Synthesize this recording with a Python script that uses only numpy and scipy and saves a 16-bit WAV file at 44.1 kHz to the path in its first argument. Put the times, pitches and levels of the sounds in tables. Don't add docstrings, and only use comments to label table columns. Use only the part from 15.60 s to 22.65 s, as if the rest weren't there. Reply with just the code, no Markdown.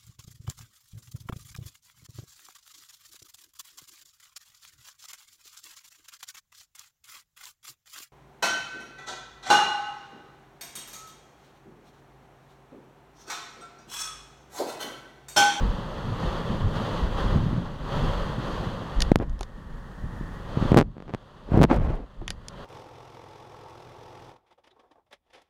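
import sys
import numpy as np
from scipy import signal
from scipy.fft import rfft, irfft, next_fast_len
from scipy.io import wavfile
from scipy.ndimage import uniform_filter1d

SR = 44100
rng = np.random.default_rng(int(sys.argv[2]) if len(sys.argv) > 2 else 0)


def file_out(sig):
    cols = np.atleast_2d(sig).T
    lim = np.clip(cols, -1, 1)
    pcm = np.round(lim * 32767).astype(np.int16)
    wavfile.write(sys.argv[1], SR, pcm)


def amplitude_ratio(level_db):
    exponent = np.asarray(level_db, float) / 20
    return 10 ** exponent


N = 310772
STEP_S = .001

# (time [s], share [0-1])
SHADE = [
    (0, 0.04),
    (3.5, 0.06),
    (3.62, 0.28),
    (4.7, 0.43),
    (4.95, 0.04),
    (5.3, 0.05),
    (6.4, 0.05),
    (6.8, 0.1),
    (7.05, 0.04),
]


def unit(x):
    return x / np.sqrt(np.mean(x ** 2) + 1e-18)


def steps():
    return np.arange(0, N / SR + STEP_S, STEP_S)


def curve(s, v):
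    return np.interp(np.arange(N) / SR, s, v)


def band(x, lo_hz, hi_hz, order=2):
    return signal.sosfilt(signal.butter(order, [lo_hz, min(hi_hz, .47 * SR)], "band", fs=SR, output="sos"), x)


def low(x, hz):
    return signal.sosfilt(signal.butter(3, hz, fs=SR, output="sos"), x)


def colour(x, spectrum):
    size = next_fast_len(len(x))
    hz = np.maximum(np.fft.rfftfreq(size, 1 / SR), 1)
    point_hz, point_db = np.transpose(spectrum)
    db = np.interp(np.log(hz), np.log(point_hz), point_db, left=-90)
    return irfft(rfft(x, size) * amplitude_ratio(db), size)[:len(x)]


def walk(rate):
    hold = int(SR / rate)
    levels = rng.standard_normal(N // 8)[:N // hold + 1]
    return 0.678 * uniform_filter1d(np.repeat(levels, hold)[:N], hold)


def drops(rate, spread_db):
    hit = rng.random(N) < rate / SR
    return unit(hit * rng.standard_normal(N) * amplitude_ratio(spread_db * rng.exponential(size=N)))


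def steady(x, lo_hz, hi_hz):
    return x / np.sqrt(uniform_filter1d(band(x, lo_hz, hi_hz) ** 2, SR // 2) + 1e-18)


def swell_db(start_s, hold_s, rise_s, fall_s):
    early = np.maximum(start_s - steps(), 0)
    late = np.maximum(steps() - start_s - hold_s, 0)
    return -20 * (early / rise_s + late / fall_s)


def storm_db():
    # (time [s], level [dB])
    strength = [(0, -37.5), (.26, -41), (.58, -39.5), (1.76, -38.5), (1.86, -40.5), (2.19, -45.5),
                (2.33, -36), (2.5, -34), (2.77, -39.5), (3.1, -40), (3.5, -42), (4.5, -48.5), (4.86, -46.5),
                (5.02, -37), (5.62, -32), (6.62, -37.5), (6.82, -39), (7.05, -30)]
    # (time [s], swell [dB], half length [s])
    sheets = [
        (0.702, 4, 0.112),
        (0.911, 2.5, 0.062),
        (1.157, 3, 0.0213),
        (1.216, 3.5, 0.0636),
        (1.352, 3.5, 0.104),
        (1.593, 2.5, 0.0237),
        (1.654, 4, 0.0925),
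        (2.368, 2, 0.0454),
        (2.948, 3, 0.1336),
    ]
    swells = sum(db * np.exp(-((steps() - s) / half_s) ** 4) for s, db, half_s in sheets)
    return np.interp(steps(), *np.transpose(strength)) + swells


def rain(roof_db, glass_db):
    # (frequency [Hz], density [dB per Hz])
    open_spectrum = [(140, -40), (250, 5), (560, 12.5), (680, 5.5), (1140, 9), (1500, 0.5), (1950, -5),
                     (2300, -15), (3250, -7.5), (3870, -14.5), (4500, -14.5), (5320, -26), (6400, -24.5),
                     (7400, -33), (15900, -49.5)]
    shaded_spectrum = [(150, -31), (230, -16), (320, -16), (560, -14), (700, -16.5), (880, -8), (1400, -14),
                       (1860, -2.5), (2150, -28.5), (3300, -43.5), (4500, -40.5), (5500, -35), (15900, -45)]
    shade = np.clip(curve(*np.transpose(SHADE)), 0, 1)
    wash = rng.standard_normal(N) + .3 * drops(2500, spread_db=2.0)
    wash = wash * amplitude_ratio(.7 * walk(25) + .9 * walk(90))
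    heard = (1 - shade) * unit(colour(wash, open_spectrum)) + shade * unit(colour(wash, shaded_spectrum))
    roof = signal.sosfiltfilt(signal.butter(6, 2250, fs=SR, output="sos"), heard)
    glass = heard - roof
    return steady(roof, 500, 1900) * amplitude_ratio(roof_db + .6) + steady(glass, 2500, 5500) * amplitude_ratio(glass_db + .6)


def shoves(steady_db):
    # (time [s], boom [dB], shudder [dB], time to fade 20 dB [s])
    gusts = [(0.01, -19, -34, 0.1867), (.45, -30.5, -32, 0.13), (.66, -29, -42, 0.19), (.9, -33, -36, 0.27),
             (1.05, -23, -30.5, 0.13), (1.43, -21.5, -34, 0.13), (1.53, -25.5, -32, 0.11),
             (1.66, -20, -29.5, 0.09), (1.74, -24, -24.5, 0.32), (1.93, -34, -33.5, 0.22),
             (2.22, -36, -55, 0.23), (2.36, -29, -38, 0.02), (2.43, -26, -30, 0.05),
             (2.49, -25, -46.5, 0.38), (3.385, -19.5, -43, 0.3032), (3.59, -29, -39.5, 0.13),
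             (3.67, -26, -45.5, 0.28), (4.04, -37, -61.5, 1.26), (4.44, -28.5, -45.5, 0.07),
             (4.55, -35, -46, 0.31), (5.04, -31.5, -36.5, 0.11), (5.13, -21.5, -33, 0.116),
             (5.225, -37, -38.5, 0.1469), (5.47, -43, -48, .2), (5.95, -18.5, -43, 0.1662),
             (6.04, -25, -34, 0.05), (6.14, -23.5, -40.5, 0.265), (6.23, -21, -38, 0.09),
             (6.29, -22.5, -37, 0.093), (6.62, -33, -43, 0.3)]
    power = amplitude_ratio(2 * (steady_db + np.array([[-39.5], [-38.5]])))
    for s, boom_db, shudder_db, fade_s in gusts:
        swell = swell_db(s, 0.0253, 0.0634, fade_s)
        power = power + amplitude_ratio(2 * (swell + np.array([[boom_db], [shudder_db]])))
    return 10 * np.log10(power)


def body(boom_db, shudder_db):
    air = band(rng.standard_normal(N), 18, 56, order=3)
    boom = unit(air) * amplitude_ratio(boom_db - 0.75 + 0.799 * walk(11))
    panels = band(rng.standard_normal(N), 84.6, 201.9)
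    shudder = unit(panels) * amplitude_ratio(shudder_db + 2.5 + 2.97 * walk(30))
    return boom + shudder


def thumps():
    # (time [s], peak [dB], ring [Hz], decay [ms])
    jolts = [(0.52, -20, 109.3, 16.6), (1.019, -17.5, 120.4, 12), (1.04, -14, 95.3, 19.6),
             (1.42, -19, 70.8, 19.8), (1.979, -18, 170.3, 19.7), (2.349, -24, 112, 24.5),
             (2.479, -18.5, 91.5, 20.4), (3.068, -20.5, 111.4, 17.5), (3.811, -29.5, 385.3, 7),
             (4.438, -25, 119.2, 14.1), (6.618, -28, 341.6, 7.8)]
    out, ms = np.zeros(N), np.arange(6000) / SR * 1000
    for s, db, hz, decay_ms in jolts:
        at = int(s * SR)
        ring = np.sin(2 * np.pi * hz * ms / 1000) * np.exp(-ms / decay_ms)
        out[at:at + len(ms)] += amplitude_ratio(db) * ring * (1 - np.exp(-ms / 1.9))
    return out


def port(x):
    vent_hz, q = 125, .65
    w = np.tan(np.pi * vent_hz / SR)
    return signal.lfilter([1, -2, 1], [1 + w / q + w * w, 2 * (w * w - 1), 1 - w / q + w * w], x)


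def flutter():
    # (start [s], length [s], low buffet [dB], rasp [dB], drift over the blast [dB])
    blasts = [(3.601, .03, -42, -41, 7), (4.949, 0.114, -46.5, -44, 4.5), (5.094, 0.066, -37, -40.5, 5.5),
              (5.161, 0.0616, -29.5, -34, -8), (5.453, 0.0122, -59.5, -55.5, -1.5),
              (5.534, 0.0146, -44.5, -43, -0.5), (5.883, 0.034, -43, -48.5, 12.5),
              (5.92, 0.0404, -30, -34.5, 6), (5.959, 0.0885, -21.5, -29.5, -4.5),
              (6.102, .037, -26, -24.5, -2), (6.141, 0.0376, -29, -26, -6.5),
              (6.178, 0.124, -37.5, -36.5, 1), (6.298, 0.1437, -28, -35, -17)]
    # (frequency [Hz], density [dB per Hz])
    rasp_spectrum = [(200, -9), (600, -2.5), (900, -8.5), (1800, -20), (4000, -35), (8000, -50.5),
                     (16000, -74.5)]
    swarm = np.abs(drops(700, spread_db=3.5))
    soft = port(-low(swarm, 420))
    rasp = colour((rng.standard_normal(N) - 0.305 * swarm) * amplitude_ratio(1.7 * walk(220)), rasp_spectrum)
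    crackle = band(drops(120, spread_db=2.5), 1510, 8000, order=1)
    t, buffet_gain, rasp_gain = steps(), 0, 0
    for s, length_s, buffet_db, rasp_db, drift_db in blasts:
        drift = drift_db * np.clip((t - s) / length_s, 0, 1)
        on = amplitude_ratio(swell_db(s, length_s, rise_s=0.017, fall_s=0.02) + drift)
        buffet_gain = np.maximum(buffet_gain, on * amplitude_ratio(buffet_db))
        rasp_gain = np.maximum(rasp_gain, on * amplitude_ratio(rasp_db))
    edges = unit(rasp) + amplitude_ratio(-35) * unit(crackle)
    return unit(soft) * curve(t, buffet_gain) + edges * curve(t, rasp_gain)


def choke():
    # (time [s], length [ms])
    stuck = [
        (6.1795, 5),
        (6.190, 6),
        (6.2025, 4),
        (6.277, 4),
    ]
    ms = np.arange(N) / SR * 1000
    shut = sum((ms > 1000 * s) & (ms < 1000 * s + length_ms) for s, length_ms in stuck)
    return 1 - .95 * uniform_filter1d(np.clip(shut, 0, 1.), size=40)


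def all_pops():
    # (time [s], depth [dB], fall [ms], return [ms])
    sharp = [(3.5179, 1.5, 0.26, 0.38), (3.5584, -4, 0.0433, 0.88), (5.119, -2.5, 0.316, 1),
             (5.1297, -10, 0.234, .54), (5.1447, -3.5, 0.118, 0.44), (5.1647, -4, 0.37, 0.71),
             (5.1706, -5, .29, 0.466), (5.173, 2, 0.04, 0.222), (5.1765, -5.5, 0.085, 0.66),
             (5.1791, -1.5, 0.051, 0.83), (5.1843, -6, 0.06, 0.3), (5.188, -2.5, 0.031, 0.48),
             (5.1929, -5.5, .088, .54), (5.2, -5.5, .078, .99), (5.2075, -13.5, .075, .24),
             (5.2126, -5, 0.09, 0.35), (5.22, -16, 0.33, 0.32), (5.2263, -17.5, .1, .3),
             (5.368, -29.5, 0.274, .36), (5.3815, -27.5, 0.136, .99), (5.4033, -27, .093, .47),
             (5.424, -28.5, 0.083, 0.39), (5.5381, -14.5, 0.0974, 1), (5.5479, -14, .072, .5),
             (6.0153, -1.5, 0.147, 1), (6.0225, -2.5, 0.082, 0.344), (6.0317, -5.5, 0.034, 0.33),
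             (6.0368, -6, 0.0337, 0.78), (6.0401, -3, 0.0484, 0.427), (6.0504, -7, 0.128, 0.97)]
    # (time [s], depth [dB], fall [ms])
    puffs = [(3.5213, -22, 0.53), (3.5702, -28, 1.44), (3.6009, -14.5, 0.27), (4.973, -12.5, 0.79),
             (5.0149, -18.5, .74), (5.0257, -14, 0.88), (5.0534, -15, 0.92), (5.0616, -17.5, 0.43),
             (5.9195, -15, 1.06), (5.943, -14, 1.47), (5.9534, -11, 0.42), (5.9746, -6, 0.75),
             (5.992, -7.5, 0.257), (6.0037, -13.5, 2.1), (6.009, -16, .9), (6.0458, -8.5, 0.41),
             (6.144, -23, 0.64), (6.17, -22, 0.67), (6.1981, -21.5, .34), (6.2748, -22, 0.97)]
    # (start [s], spacing [ms], depth [dB], fall [ms])
    runs = [
        (3.61, 4.22, -22, 0.267),
        (5.4805, 5.8, -29.5, 0.103),
        (6.1012, 3.9, -10.5, 0.18),
    ]
    run_counts = [5, 6, 8]
    rows = [*sharp, *((s, db, fall_ms, 0.793) for s, db, fall_ms in puffs)]
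    for (s, spacing_ms, db, fall_ms), count in zip(runs, run_counts):
        late, size = rng.standard_normal((count, 2)).T
        order = np.arange(count)
        times = s + (order + 0.255 * late * (order > 0)) * spacing_ms / 1000
        rows += [(at, db + 3 * k, fall_ms, 0.307) for at, k in zip(times, size)]
    return rows


def pops():
    # (time [s], peak [dB], width [ms])
    pushes = [
        (1.931, -28, 1.33),
        (4.611, -25, 1.03),
        (6.0407, -3, 0.59),
        (6.1862, -18, 1.7),
        (6.208, -23, 2.25),
        (6.284, -30, 3.1),
        (6.3, -24, 2),
    ]
    before = 600
    out, ms = np.zeros(N), np.arange(-before, 1500) / SR * 1000
    for s, db, fall_ms, back_ms in all_pops():
        let_go = np.exp(-(np.abs(ms) / (2.5 * back_ms)) ** 1.5)
        suction = np.where(ms < 0, np.exp(ms / fall_ms), let_go)
        round_off = 1 + int(.5 * fall_ms * SR / 1000)
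        shape = port(uniform_filter1d(uniform_filter1d(suction, round_off), round_off))
        at = int(s * SR) - before
        out[at:at + len(ms)] -= shape / shape.max() * amplitude_ratio(db + 2.14 * (db > -4.5))
    for s, db, width_ms in pushes:
        shape = port(np.exp(-(ms / width_ms) ** 2))
        at = int(s * SR) - before
        out[at:at + len(ms)] += shape / shape.max() * amplitude_ratio(db)
    return out


def ticks():
    # (time [s], peak [dB], low knock [dB], length [ms], brightest [Hz])
    cracks = [(3.4044, -15, -39.5, 2.2, 5600), (3.4189, -14.5, -37, 3.1, 5400),
              (3.4216, -8.5, -38.5, 1.2, 5400), (3.588, -40, -10.5, 2.1, 6000),
              (3.6961, -44, -20, 1.01, 6500), (3.792, -41.5, -22, 1.33, 6430),
              (3.809, -28, 4.5, 0.63, 5000), (3.8304, -27, -8.5, 1.63, 4500), (6.544, -60, -14, 1.2, 8000),
              (6.615, -60.5, 25.5, 1.5, 2500), (6.6792, -18.5, -15, 0.646, 2700),
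              (6.7042, -18, -14.5, 1.53, 4600), (6.884, -23.5, -38, 2.1, 6600)]
    # (frequency [Hz], width [Hz], level [dB])
    case_modes = [(2040, 910, 8), (3280, 834, 6.5), (4997, 1490, 4), (6124, 1800, -2), (8600, 2600, -7),
                  (12000, 3500, -25)]
    # (frequency [Hz], level [dB], decay [ms])
    case_rings = [(1860, -6, 6), (4750, -28, 20)]
    # (time [s], level [dB])
    ringing = [
        (3.4041, -28),
        (3.4219, -24.5),
        (6.6794, -33),
        (6.7042, -29),
    ]
    out, ms = np.zeros(N), np.arange(4000) / SR * 1000
    for s, db, knock_db, length_ms, top_hz in cracks:
        noise = rng.standard_normal(len(ms))
        crack = noise * (np.exp(-ms / (0.544 * length_ms)) + 0.0504 * np.exp(-ms / 9))
        ring = 0
        for hz, width_hz, mode_db in case_modes:
            tilt_db = -4 * np.log2(hz / top_hz) ** 2
            ring = ring + amplitude_ratio(mode_db + tilt_db) * band(crack, hz - width_hz / 2, hz + width_hz / 2)
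        ring = band(ring, 1200, 13000)
        knock = band(noise * np.exp(-ms / 3), 393, 976)
        tick = ring / np.abs(ring).max() + amplitude_ratio(knock_db) * knock / np.abs(knock).max()
        at = int(s * SR)
        out[at:at + len(ms)] += amplitude_ratio(db) * tick
    long_ring = sum(amplitude_ratio(db) * np.sin(2 * np.pi * hz * ms / 1000) * np.exp(-ms / decay_ms)
                    for hz, db, decay_ms in case_rings)
    for s, db in ringing:
        at = int(s * SR)
        out[at:at + len(ms)] += amplitude_ratio(db) * long_ring
    return out


def hiss(spray_db):
    # (frequency [Hz], density [dB per Hz])
    self_noise_spectrum = [(3000, -38), (7000, -1.5), (11000, -6.5), (15900, -13.5), (16100, -38.5)]
    slow_db = uniform_filter1d(spray_db, SR // 4)
    return unit(colour(rng.standard_normal(N), self_noise_spectrum)) * amplitude_ratio(0.6467 * slow_db - 38.5)


def gain_db():
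    # (time [s], depth [dB])
    ducks = [
        (3.518, -15),
        (5.115, -7.5),
        (5.165, -30.5),
        (6.03, -23),
        (6.34, -24),
    ]
    drop_s, recover_db_per_s = 0.0188, 14
    t = steps()
    dips = [np.clip((t - s) / drop_s, 0, 1) * np.minimum(db + recover_db_per_s * (t - s), 0)
            for s, db in ducks]
    return np.min(dips, axis=0)


def scene():
    roof, gain = storm_db(), gain_db()
    storm = roof + 40
    spray = -51 + 1.084 * storm
    shade_loss = -6.5 * np.interp(steps(), *np.transpose(SHADE))
    glass = spray + gain + shade_loss
    boom, shudder = shoves(0.606 * storm + gain)
    controls = (roof + gain, glass, spray, gain, boom, shudder)
    roof_db, glass_db, spray_db, duck_db, boom_db, shudder_db = (curve(steps(), c) for c in controls)
    mic_hiss = hiss(spray_db) * amplitude_ratio(0.764 * duck_db)
    fine = (rain(roof_db, glass_db) + flutter() + mic_hiss) * choke()
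    return (fine + body(boom_db, shudder_db) + thumps() + pops() + ticks())[None]


def band_limit(x):
    return signal.sosfilt(signal.butter(12, 16520, fs=SR, output="sos"), x)


def record(dry):
    ceiling, top_hz = .71, 16050
    top_cut = signal.ellip(6, .1, 30, top_hz, fs=SR, output="sos")
    mix = signal.sosfiltfilt(top_cut, np.clip(dry, -ceiling, ceiling))
    return band_limit(mix)


dry = scene()
out = record(dry)
file_out(out)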